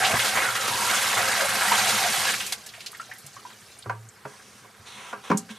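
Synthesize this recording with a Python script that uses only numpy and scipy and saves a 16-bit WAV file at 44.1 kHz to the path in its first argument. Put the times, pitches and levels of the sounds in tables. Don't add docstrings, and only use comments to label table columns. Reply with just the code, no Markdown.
import sys
import numpy as np
from scipy import signal
from scipy.fft import rfft, irfft
from scipy.io import wavfile

SR = 44100
rng = np.random.default_rng(int(sys.argv[2]) if len(sys.argv) > 2 else 0)


def store_wav(level_fs):
    pcm = np.round(np.clip(np.atleast_2d(level_fs), -1, 1) * 32767)
    wavfile.write(sys.argv[1], SR, pcm.T.astype(np.int16))


N = 246078
TIME = np.arange(N) / SR


def amp(db):
    return 10 ** (np.asarray(db) / 20)


def unit_rms(x):
    return x / np.sqrt(np.mean(x ** 2) + 1e-20)


def unit_peak(x):
    return x / (abs(x).max() + 1e-20)


def fade(t, fade_s):
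    return np.exp(-np.log(1000) * t / fade_s)


def read(points, hz):
    f, value = np.transpose(points)
    return np.interp(np.log(hz + 1), np.log(f + 1), value)


def follow(rows):
    s, *columns = np.transpose(rows)
    return [np.interp(TIME, s, c) for c in columns]


def add(mix, s, sound):
    part = mix[max(round(s * SR), 0):][:len(sound)]
    part += sound[:len(part)]


def colour(x, db_at, size=8192):
    hz = abs(np.fft.fftfreq(size, 1 / SR))
    log_gain = np.log(amp(np.maximum(db_at(hz), -100)))
    response = np.exp(np.conj(signal.hilbert(log_gain)))
    taps = np.fft.ifft(response).real[:size // 2]
    return signal.oaconvolve(x, taps)[:len(x)]


def cut(x, hz, kind, order=4):
    return signal.sosfilt(signal.butter(order, hz, kind, fs=SR, output="sos"), x)


def bands(low, mid, high, edges_hz=(450, 2500)):
    return cut(low, edges_hz[0], "low"), cut(mid, edges_hz, "band"), cut(high, edges_hz[1], "high")


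def wander(per_s):
    f = np.fft.rfftfreq(N, 1 / SR)
    return unit_rms(irfft(rfft(rng.standard_normal(N)) * (f / per_s) * np.exp(-f / per_s), N))


def resonate(x, hz, width_hz):
    turn = np.exp(2j * np.pi * np.cumsum(hz) / SR)
    keep = np.exp(-np.pi * width_hz / SR)
    return 2 * (turn * signal.lfilter([1 - keep], [1, -keep], x / turn)).real


# f/Hz, width/Hz, boost/dB
PIT_NOTES = [(116.7, 9.4, 8.5), (206, 27, 10), (535.6, 22, 6.5), (769, 45, 4.5), (932, 6.2, 8.5),
             (1182, 17, 4.5), (1560, 14, 8.5), (2152, 35, 6)]
def hollow(hz, spacing_hz=300):
    dips = 1 / (1 + (np.sin(np.pi * hz / spacing_hz) / 0.13) ** 2)
    boosts = sum(db / (1 + (2 * (hz - f) / width) ** 2) for f, width, db in PIT_NOTES)
    return boosts - 12 * dips / (1 + (hz / 6500) ** 2)


# f/Hz, fade/s
ECHO_FADES = [(150, 0.47), (500, 0.18), (1200, 0.17), (3000, 0.14), (10000, 0.12)]
def echoes(x, stretch, size=16384, count=4, turns_hz=2.3):
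    taps = rng.choice([-1., 1.], (count, size)) * (rng.random((count, size)) < .15)
    taps *= np.arange(size) > .0015 * SR
    hz, t, spectrum = signal.stft(taps, SR, nperseg=256)
    spectrum = spectrum * fade(t, stretch * read(ECHO_FADES, hz)[:, None])
    tails = signal.istft(spectrum, SR, nperseg=256)[1]
    tails /= np.linalg.norm(tails, axis=1)[:, None]
    shares = np.maximum(np.cos(2 * np.pi * (turns_hz * TIME + np.arange(count)[:, None] / count)), 0)
    return signal.oaconvolve(x * shares, tails, axes=1)[:, :N].sum(0)


def room(x, echo_db):
    return (x + amp(echo_db) * echoes(x, stretch=0.86)) / np.hypot(1, amp(echo_db))


def bubble(hz, fade_s, rise):
    t = np.arange(int(fade_s * SR) + 2) / SR
    turns = np.cumsum(np.minimum(hz * 2 ** (rise * t), SR / 2)) / SR
    return np.sin(2 * np.pi * turns) * fade(t, fade_s) * (1 - np.exp(-2 * hz * t))


def swarm(lo_hz, hi_hz, density, cycles, spread_db, clump_db, count=16, size=4096):
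    out = np.zeros(N)
    for hz in np.geomspace(lo_hz, hi_hz, count):
        arrivals = int(density / count * np.sqrt(hz / lo_hz) * N / SR) + 1
        when, luck, sign = rng.random((size, 3))[:arrivals].T
        clumps = np.interp(when, np.linspace(0, 1, 256), rng.standard_normal(256))
        strength = amp(spread_db * np.minimum(-np.log(1 - luck), 4) + clump_db * clumps)
        clicks = np.bincount((when * N).astype(int), strength * np.sign(sign - .5), N)
        ring = bubble(hz, cycles / hz, rise=0.2 * hz / cycles)
        out += np.sqrt(hz) * unit_rms(signal.oaconvolve(clicks, ring)[:N])
    return unit_rms(out)


# f/Hz, level/dB
HUSH_TONE = [(18, -42), (30, -11), (124, 8), (316, -22), (442, 3.5), (602, -15), (1610, -3), (2080, -19.5),
             (8870, -10.5), (14500, -18)]
def hush(level_db=-58):
    return amp(level_db) * unit_rms(colour(rng.standard_normal(N), lambda hz: read(HUSH_TONE, hz)))


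# f/Hz, level/dB
WATER_TONE = [(24, -42), (40, -24.5), (113, -4.5), (155, -12), (209, -8), (295, -6.5), (533, -5.5),
              (588, -5), (752, -2.5), (1040, -2), (1580, 1), (2460, -4), (9540, -12.5), (12800, -17.5),
              (14500, -27)]
# t/s, level/dB, spray off the pump compared with that level/dB
STREAM = [(0.0, -23.5, -6), (0.24, -28.5, 1), (0.46, -30, -1), (0.78, -29, -0.5), (0.9, -25, -0.5),
          (1.1, -26, -0.5), (1.3, -24.5, -3.5), (1.55, -26, -2), (1.74, -24, -1), (1.92, -24.5, 1),
          (2.08, -26.5, -0.5), (2.29, -28.5, 2.5), (2.42, -40.5, 6), (2.53, -44.5, 3), (2.66, -58, -18)]
# t/s, length/s, churn boost/dB, plunge boost/dB
DIVING_GUSHES = [(0.138, 0.11, 4.5, 12.5), (0.397, 0.26, 6.5, 9), (0.733, 0.11, -2.5, 6.5),
                 (1.2, 0.11, 3.5, 6), (1.735, 0.1, 4, 2), (2.105, 0.07, -1, 5)]
def pour(mist_hz=7000, mist_db=-3):
    flow_db, spray_db = follow(STREAM)
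    churn_db, plunge_db = flow_db, -30.5 + 0.49 * flow_db
    for s, length, churn_boost, plunge_boost in DIVING_GUSHES:
        arch = np.cos(np.pi * np.clip((TIME - s) / length, -.5, .5)) ** 2
        churn_db = churn_db + churn_boost * arch
        plunge_db = plunge_db + plunge_boost * arch
    plunge = swarm(60, 600, density=500, cycles=5.3, spread_db=4, clump_db=2.5)
    churn = swarm(377.2, 3130, density=1300, cycles=23.4, spread_db=2.5, clump_db=2, count=44)
    long_rings = swarm(503, 3020, density=110, cycles=76, spread_db=2, clump_db=2, count=30)
    churn += amp(-7.5) * long_rings
    drops = swarm(1963, 14240, density=4200, cycles=15, spread_db=0, clump_db=1.66, count=24)
    layers = plunge, churn, room(drops, echo_db=-6)
    low, mid, high = bands(*[colour(x, lambda hz: read(WATER_TONE, hz) + hollow(hz)) for x in layers])
    spray, mist = cut(high, mist_hz, "low", order=5), cut(high, mist_hz, "high", order=5)
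    surge = wander(per_s=12)
    body = amp(churn_db) * unit_rms(mid) + amp(plunge_db) * unit_rms(low)
    hiss = amp(flow_db + spray_db) * (unit_rms(spray) + amp(mist_db) * unit_rms(mist))
    return body * amp(0.41 * surge) + hiss * amp(.8 * surge)


# t/s, length/s, level/dB, first f/Hz, last f/Hz
AIR_CLOUDS = [(0.0, 0.17, -27, 798, 683), (0.404, 0.14, -29.5, 1600, 1290), (0.536, 0.2, -36, 1360, 1220),
              (0.664, 0.26, -33.5, 970, 980), (0.817, 0.21, -32, 1296, 1540),
              (1.115, 0.12, -36.5, 890, 705), (1.351, .13, -32.5, 765, 506), (1.704, 0.053, -23, 880, 995),
              (1.765, 0.13, -32.5, 800, 720), (1.968, 0.14, -30, 796, 696), (2.259, 0.055, -27, 1634, 1690)]
def glugs(bubbles_per_s=130, scatter_octaves=0.078, cycles=44, width_hz=70, size=64):
    out = np.zeros(N)
    for s, length, db, first_hz, last_hz in AIR_CLOUDS:
        when, scatter, strength = rng.random((size, 3)).T
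        hz = np.geomspace(first_hz, last_hz, int(length * SR))
        string = np.zeros(len(hz))
        for k in range(min(int(length * bubbles_per_s), size)):
            at = (k + when[k]) / bubbles_per_s
            pitch = first_hz * (last_hz / first_hz) ** (at / length)
            pitch *= 2 ** (scatter_octaves * (2 * scatter[k] - 1))
            add(string, at, (.5 + strength[k]) * bubble(pitch, cycles / pitch, rise=2.2))
        noise = rng.standard_normal(SR)[:len(hz)]
        cloud = resonate(resonate(noise, hz, 2 * width_hz), hz, width_hz)
        glug = amp(-1) * unit_rms(string) + amp(-2.5) * unit_rms(cloud)
        add(out, s, amp(db) * unit_rms(glug * signal.windows.tukey(len(hz), .5)))
    return out


# f/Hz, level/dB
IMPACT_TONE = [(100, -4), (600, 1), (8000, -2), (11000, -3.5), (14500, -8.5)]
def impacts(rows, size=11025):
    out, t = np.zeros(N), np.arange(size) / SR
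    for s, db, centre_hz, fade_s, octaves in rows:
        def tone(hz):
            distance = np.log2((hz + 1) / centre_hz) / octaves
            return hollow(hz) + read(IMPACT_TONE, hz) - 22 * np.log10(1 + distance ** 2)
        burst = rng.standard_normal(size) * fade(t, fade_s) * (1 - np.exp(-t / 0.0013))
        add(out, s, amp(db) * unit_peak(colour(burst, tone)))
    return out


# t/s, level/dB, f/Hz, fade/s, width/octaves
WATER_HITS = [(0.033, -12, 1700, 0.17, 1.4), (0.046, -11.5, 3030, 0.18, 0.55),
              (0.137, -13.5, 1710, 0.076, 0.82), (0.192, -11, 2590, 0.14, 0.97),
              (0.244, -12, 1870, 0.27, 2.4), (0.37, -10, 1580, 0.12, 0.72), (0.419, -17, 2100, 0.1, 1),
              (0.552, -14.5, 1670, 0.11, 0.77), (0.677, -13.5, 1090, 0.17, 2.4),
              (0.817, -17.5, 1260, 0.083, 0.77), (1.625, -13, 1290, 0.13, 0.9),
              (1.716, -13.5, 970, 0.11, 1.6), (2.269, -27, 1620, 0.11, 0.68), (2.289, -14, 1660, 0.11, 0.8),
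              (2.336, -14.5, 1960, 0.065, 0.66), (2.402, -18, 2400, 0.11, 0.78),
              (2.426, -26, 3080, 0.19, 0.73), (2.463, -16, 6540, 0.1, 1.7),
              (2.522, -11.5, 4140, 0.077, 1.6), (2.662, -27, 8000, 0.073, 2.4),
              (2.688, -32, 3880, 0.074, 0.61), (2.736, -31, 2250, 0.19, 0.63),
              (2.804, -28, 3280, 0.1, 0.91), (2.861, -22, 4300, 0.083, 0.68),
              (2.916, -30.5, 10500, 0.05, 0.67), (2.970, -37, 12000, 0.072, 0.69),
              (3.008, -36, 7100, 0.066, 0.3), (3.135, -38, 12000, .08, 0.54),
              (3.182, -36, 11000, 0.12, 0.5), (3.263, -30, 7700, 0.059, 1.1),
              (3.355, -41, 5770, 0.12, 0.21), (3.502, -36, 1370, 0.11, .8), (3.787, -34, 9050, 0.039, 0.12),
              (3.823, -32.5, 3920, 0.047, 0.3), (4.087, -33.5, 7100, 0.034, 0.16)]
def splats():
    return impacts(WATER_HITS)


# t/s, level/dB, f/Hz, fade/s, stopped after/s
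BASE_BOOMS = [(0.135, -14, 122, 0.076, .12), (3.237, -40, 142, 0.23, 0.15), (3.863, -31, 112, 1, .24),
              (4.249, -34.5, 137, 0.16, .08), (4.793, -40, 98, 0.16, 0.11), (5.3, -19.5, 285, 0.19, .12),
              (5.344,  -11, 203, 0.1, .14), (5.502, -28, 216, 0.14, .1)]
def booms():
    out = np.zeros(N)
    for s, db, hz, fade_s, length in BASE_BOOMS:
        t = TIME[:int(length * SR)]
        gate = np.clip(t / 0.0079, 0, 1) * np.clip((length - t) / 0.018, 0, 1)
        add(out, s, amp(db) * gate * np.sin(2 * np.pi * hz * t) * fade(t, fade_s))
    return out


# t/s, level/dB, f/Hz, fade/s, rise/(octaves per s)
DRIP_BUBBLES = [(1.721, -23, 937, 0.098, 0.61), (2.778, -42, 680, .07, 8), (2.931, -34, 1230, 0.086, 6.6),
                (2.948, -28.5, 1790, .025, 41), (2.998, -24.5, 1316, 0.081, 7),
                (3.092, -38.5, 712, 0.14, 9), (3.114, -25.5, 1680, 0.044, 37), (3.158, -40, 1900, .04, 6),
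                (3.366, -28.5, 1057, 0.041, 8), (3.393, -42, 1220, 0.072, 8), (3.451, -30, 978, 0.13, 1.8)]
def plinks():
    rings = np.zeros(N)
    for s, db, hz, fade_s, rise in DRIP_BUBBLES:
        add(rings, s, amp(db) * bubble(hz, fade_s, rise))
    splashes = [(s, db, 1.1 * hz, .07, .6) for s, db, hz, _, _ in DRIP_BUBBLES]
    return room(rings, echo_db=-8) + amp(-6.5) * impacts(splashes)


# t/s, level/dB
TRICKLE_LEVEL = [(2.3, -64), (2.55, -46), (3.2, -48.5), (3.8, -50.5), (3.92, -56.5), (5.58, -54.5)]
# f/Hz, level/dB
FOAM_TONE = [(35, -39), (60, -9), (134, 10), (293, -10), (716, 2), (861, -4.5), (988, -1), (4500, 2),
             (10000, -4), (14500, -13)]
def trickle():
    level_db, = follow(TRICKLE_LEVEL)
    fizz = swarm(300, 14000, density=900, cycles=24, spread_db=2.2, clump_db=1.5, count=40)
    fizz = room(fizz, echo_db=0)
    return amp(level_db) * unit_rms(colour(fizz, lambda hz: read(FOAM_TONE, hz)))


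# f/Hz, level/dB, fade/s (before ring_scale shortens it)
BUCKET_NOTES = [(201.4, -1, 0.22), (280, -6, 0.13), (415.6, -5.5, 0.29), (526, 0.5, 0.17),
                (779.5, -20, 0.53), (936, -3.5, 0.17), (1005.4, 7.5, 0.069), (1164, -4, 0.14),
                (1226, -28, 0.55), (1443, 10, 0.031), (1608, -8.5, 0.22), (2170, -35, 0.25),
                (2540, -43, 0.56), (2850, -37, 0.65)]
# f/Hz, level/dB
PLASTIC_TONE = [(35, -28), (60, -31), (175, 3), (457, -8), (658, -8.5), (1140, -8.5), (1430, -11),
                (2110, -20), (2530, -22), (3400, -36), (6300, -35), (7220, -42.5), (14000, -55)]
# t/s, level/dB, bass/dB, click/dB, contact/s, struck spot's f/Hz
BUCKET_BLOWS = [(3.858, -27.5, -4.5, -26, 0.0034, 1190), (3.895, -15.5, -42, -21.5, 0.0029, 1080),
                (4.251, -25.5, -12, -20, 0.0042, 635), (4.642, -38.5, -16, -27, 0.008, 865),
                (5.128, -20.5, -17, -20.5, .005, 1360), (5.299, -15.5, 5.5, -15.5, 0.0049, 945),
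                (5.313, -8.5, -5.5, -22, 0.0035, 1150), (5.489, -41.5, -1, -1.5, .006, 1660)]
def knocks(ring_scale=0.71, size=17640):
    out, t = np.zeros(N), np.arange(size) / SR
    ring = sum(amp(db) * np.sin(2 * np.pi * hz * t) * fade(t, ring_scale * fade_s)
               for hz, db, fade_s in BUCKET_NOTES)
    for s, db, bass_db, click_db, contact, spot_hz in BUCKET_BLOWS:
        press = 1 - np.exp(-t / contact)
        release = np.exp(-t / contact) + 0.099 * np.exp(-t / 0.026)
        chatter = rng.standard_normal(size) * press * release
        chatter = colour(chatter, lambda hz: read(PLASTIC_TONE, hz) + .5 * hollow(hz))
        blow = unit_peak(chatter) + amp(-3.5) * unit_peak(ring * press)
        blow += amp(6) * resonate(blow, np.full(size, spot_hz), width_hz=350)
        low, mid, high = map(unit_peak, bands(blow, blow, blow))
        add(out, s, amp(db) * (amp(bass_db - 1.5) * low + mid + amp(click_db + 8.5) * high))
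    return room(out, echo_db=-9.5)


# f/Hz, level/dB
CLOTH_TONE = [(100, -25), (200, -6.5), (320, -14), (420, -6.5), (620, -11), (1000, 2), (1700, -3),
              (2400, -9), (4500, -16), (5800, -9.5), (7200, -17), (9300, -15), (12000, -30), (14500, -38)]
# t/s, length/s, body level/dB, hiss level/dB, swish level/dB, first swish f/Hz
SLEEVE_STROKES = [(4.141, 0.25, -60.5, -77, -56, 1750), (4.387, 0.047, -62, -64, -45, 1450),
                  (4.263, 0.39, -64, -53, -65, 1670), (4.62, 0.31, -57.5, -64, -79, 1600),
                  (4.853, 0.31, -50.5, -49.5, -48.5, 3980), (4.96, 0.29, -49, -60, -52, 2900),
                  (5.228, 0.13, -44.5, -49, -49.5, 3660), (5.493, 0.059, -46, -43, -44, 3580),
                  (5.54, 0.082, -54, -59, -51.5, 3600)]
def rustle(swell_s=0.016, release_s=0.052, sink_octaves_per_s=1.3):
    friction = rng.standard_normal(N) * amp(0.96 * wander(per_s=30))
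    cloth = colour(friction, lambda hz: read(CLOTH_TONE, hz) + hollow(hz))
    low, mid, high = bands(cloth, cloth, cloth)
    body, hiss = unit_rms(low + mid), unit_rms(high)
    out = np.zeros(N)
    for s, length, body_db, hiss_db, swish_db, first_hz in SLEEVE_STROKES:
        during = (TIME >= s) & (TIME < s + length)
        t = TIME[during] - s
        hz = first_hz * 2 ** (-sink_octaves_per_s * t)
        swish = resonate(resonate(friction[during], hz, 1400), hz, 1400)
        swish = unit_rms(colour(swish, hollow))
        press = np.minimum(t / swell_s, 1) * np.minimum((length - t) / release_s, 1)
        stroke = amp(body_db) * body[during] + amp(hiss_db) * hiss[during] + amp(swish_db) * swish
        add(out, s, press * stroke)
    return out


# t/s, level/dB, f/Hz, fade/s, width/octaves
HANDLE_HIT = [(5.372, -15, 7330, 0.09, 0.5)]
def handle():
    return impacts(HANDLE_HIT)


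# f/Hz, level/dB
STEREO_SPREAD = [(100, -49), (250, -22), (600, -14), (2000, -13), (4500, -11), (8000, -11.5), (14000, -3)]
def scene():
    background = hush()
    water = pour() + glugs() + splats() + trickle() + plinks()
    centre = background + water + booms() + knocks() + handle() + rustle()
    side = colour(echoes(centre, stretch=0.42), lambda hz: read(STEREO_SPREAD, hz))
    return np.array([(centre + side) * amp(-2.26), (centre - side) * amp(-1.38)])


def record(dry):
    thin = cut(dry, 50, "high", order=3)
    treble_cut = signal.firwin(301, 14600, window=("kaiser", 9), fs=SR)
    return signal.oaconvolve(thin, treble_cut[None], "same")


dry = scene()
out = record(dry)
store_wav(out)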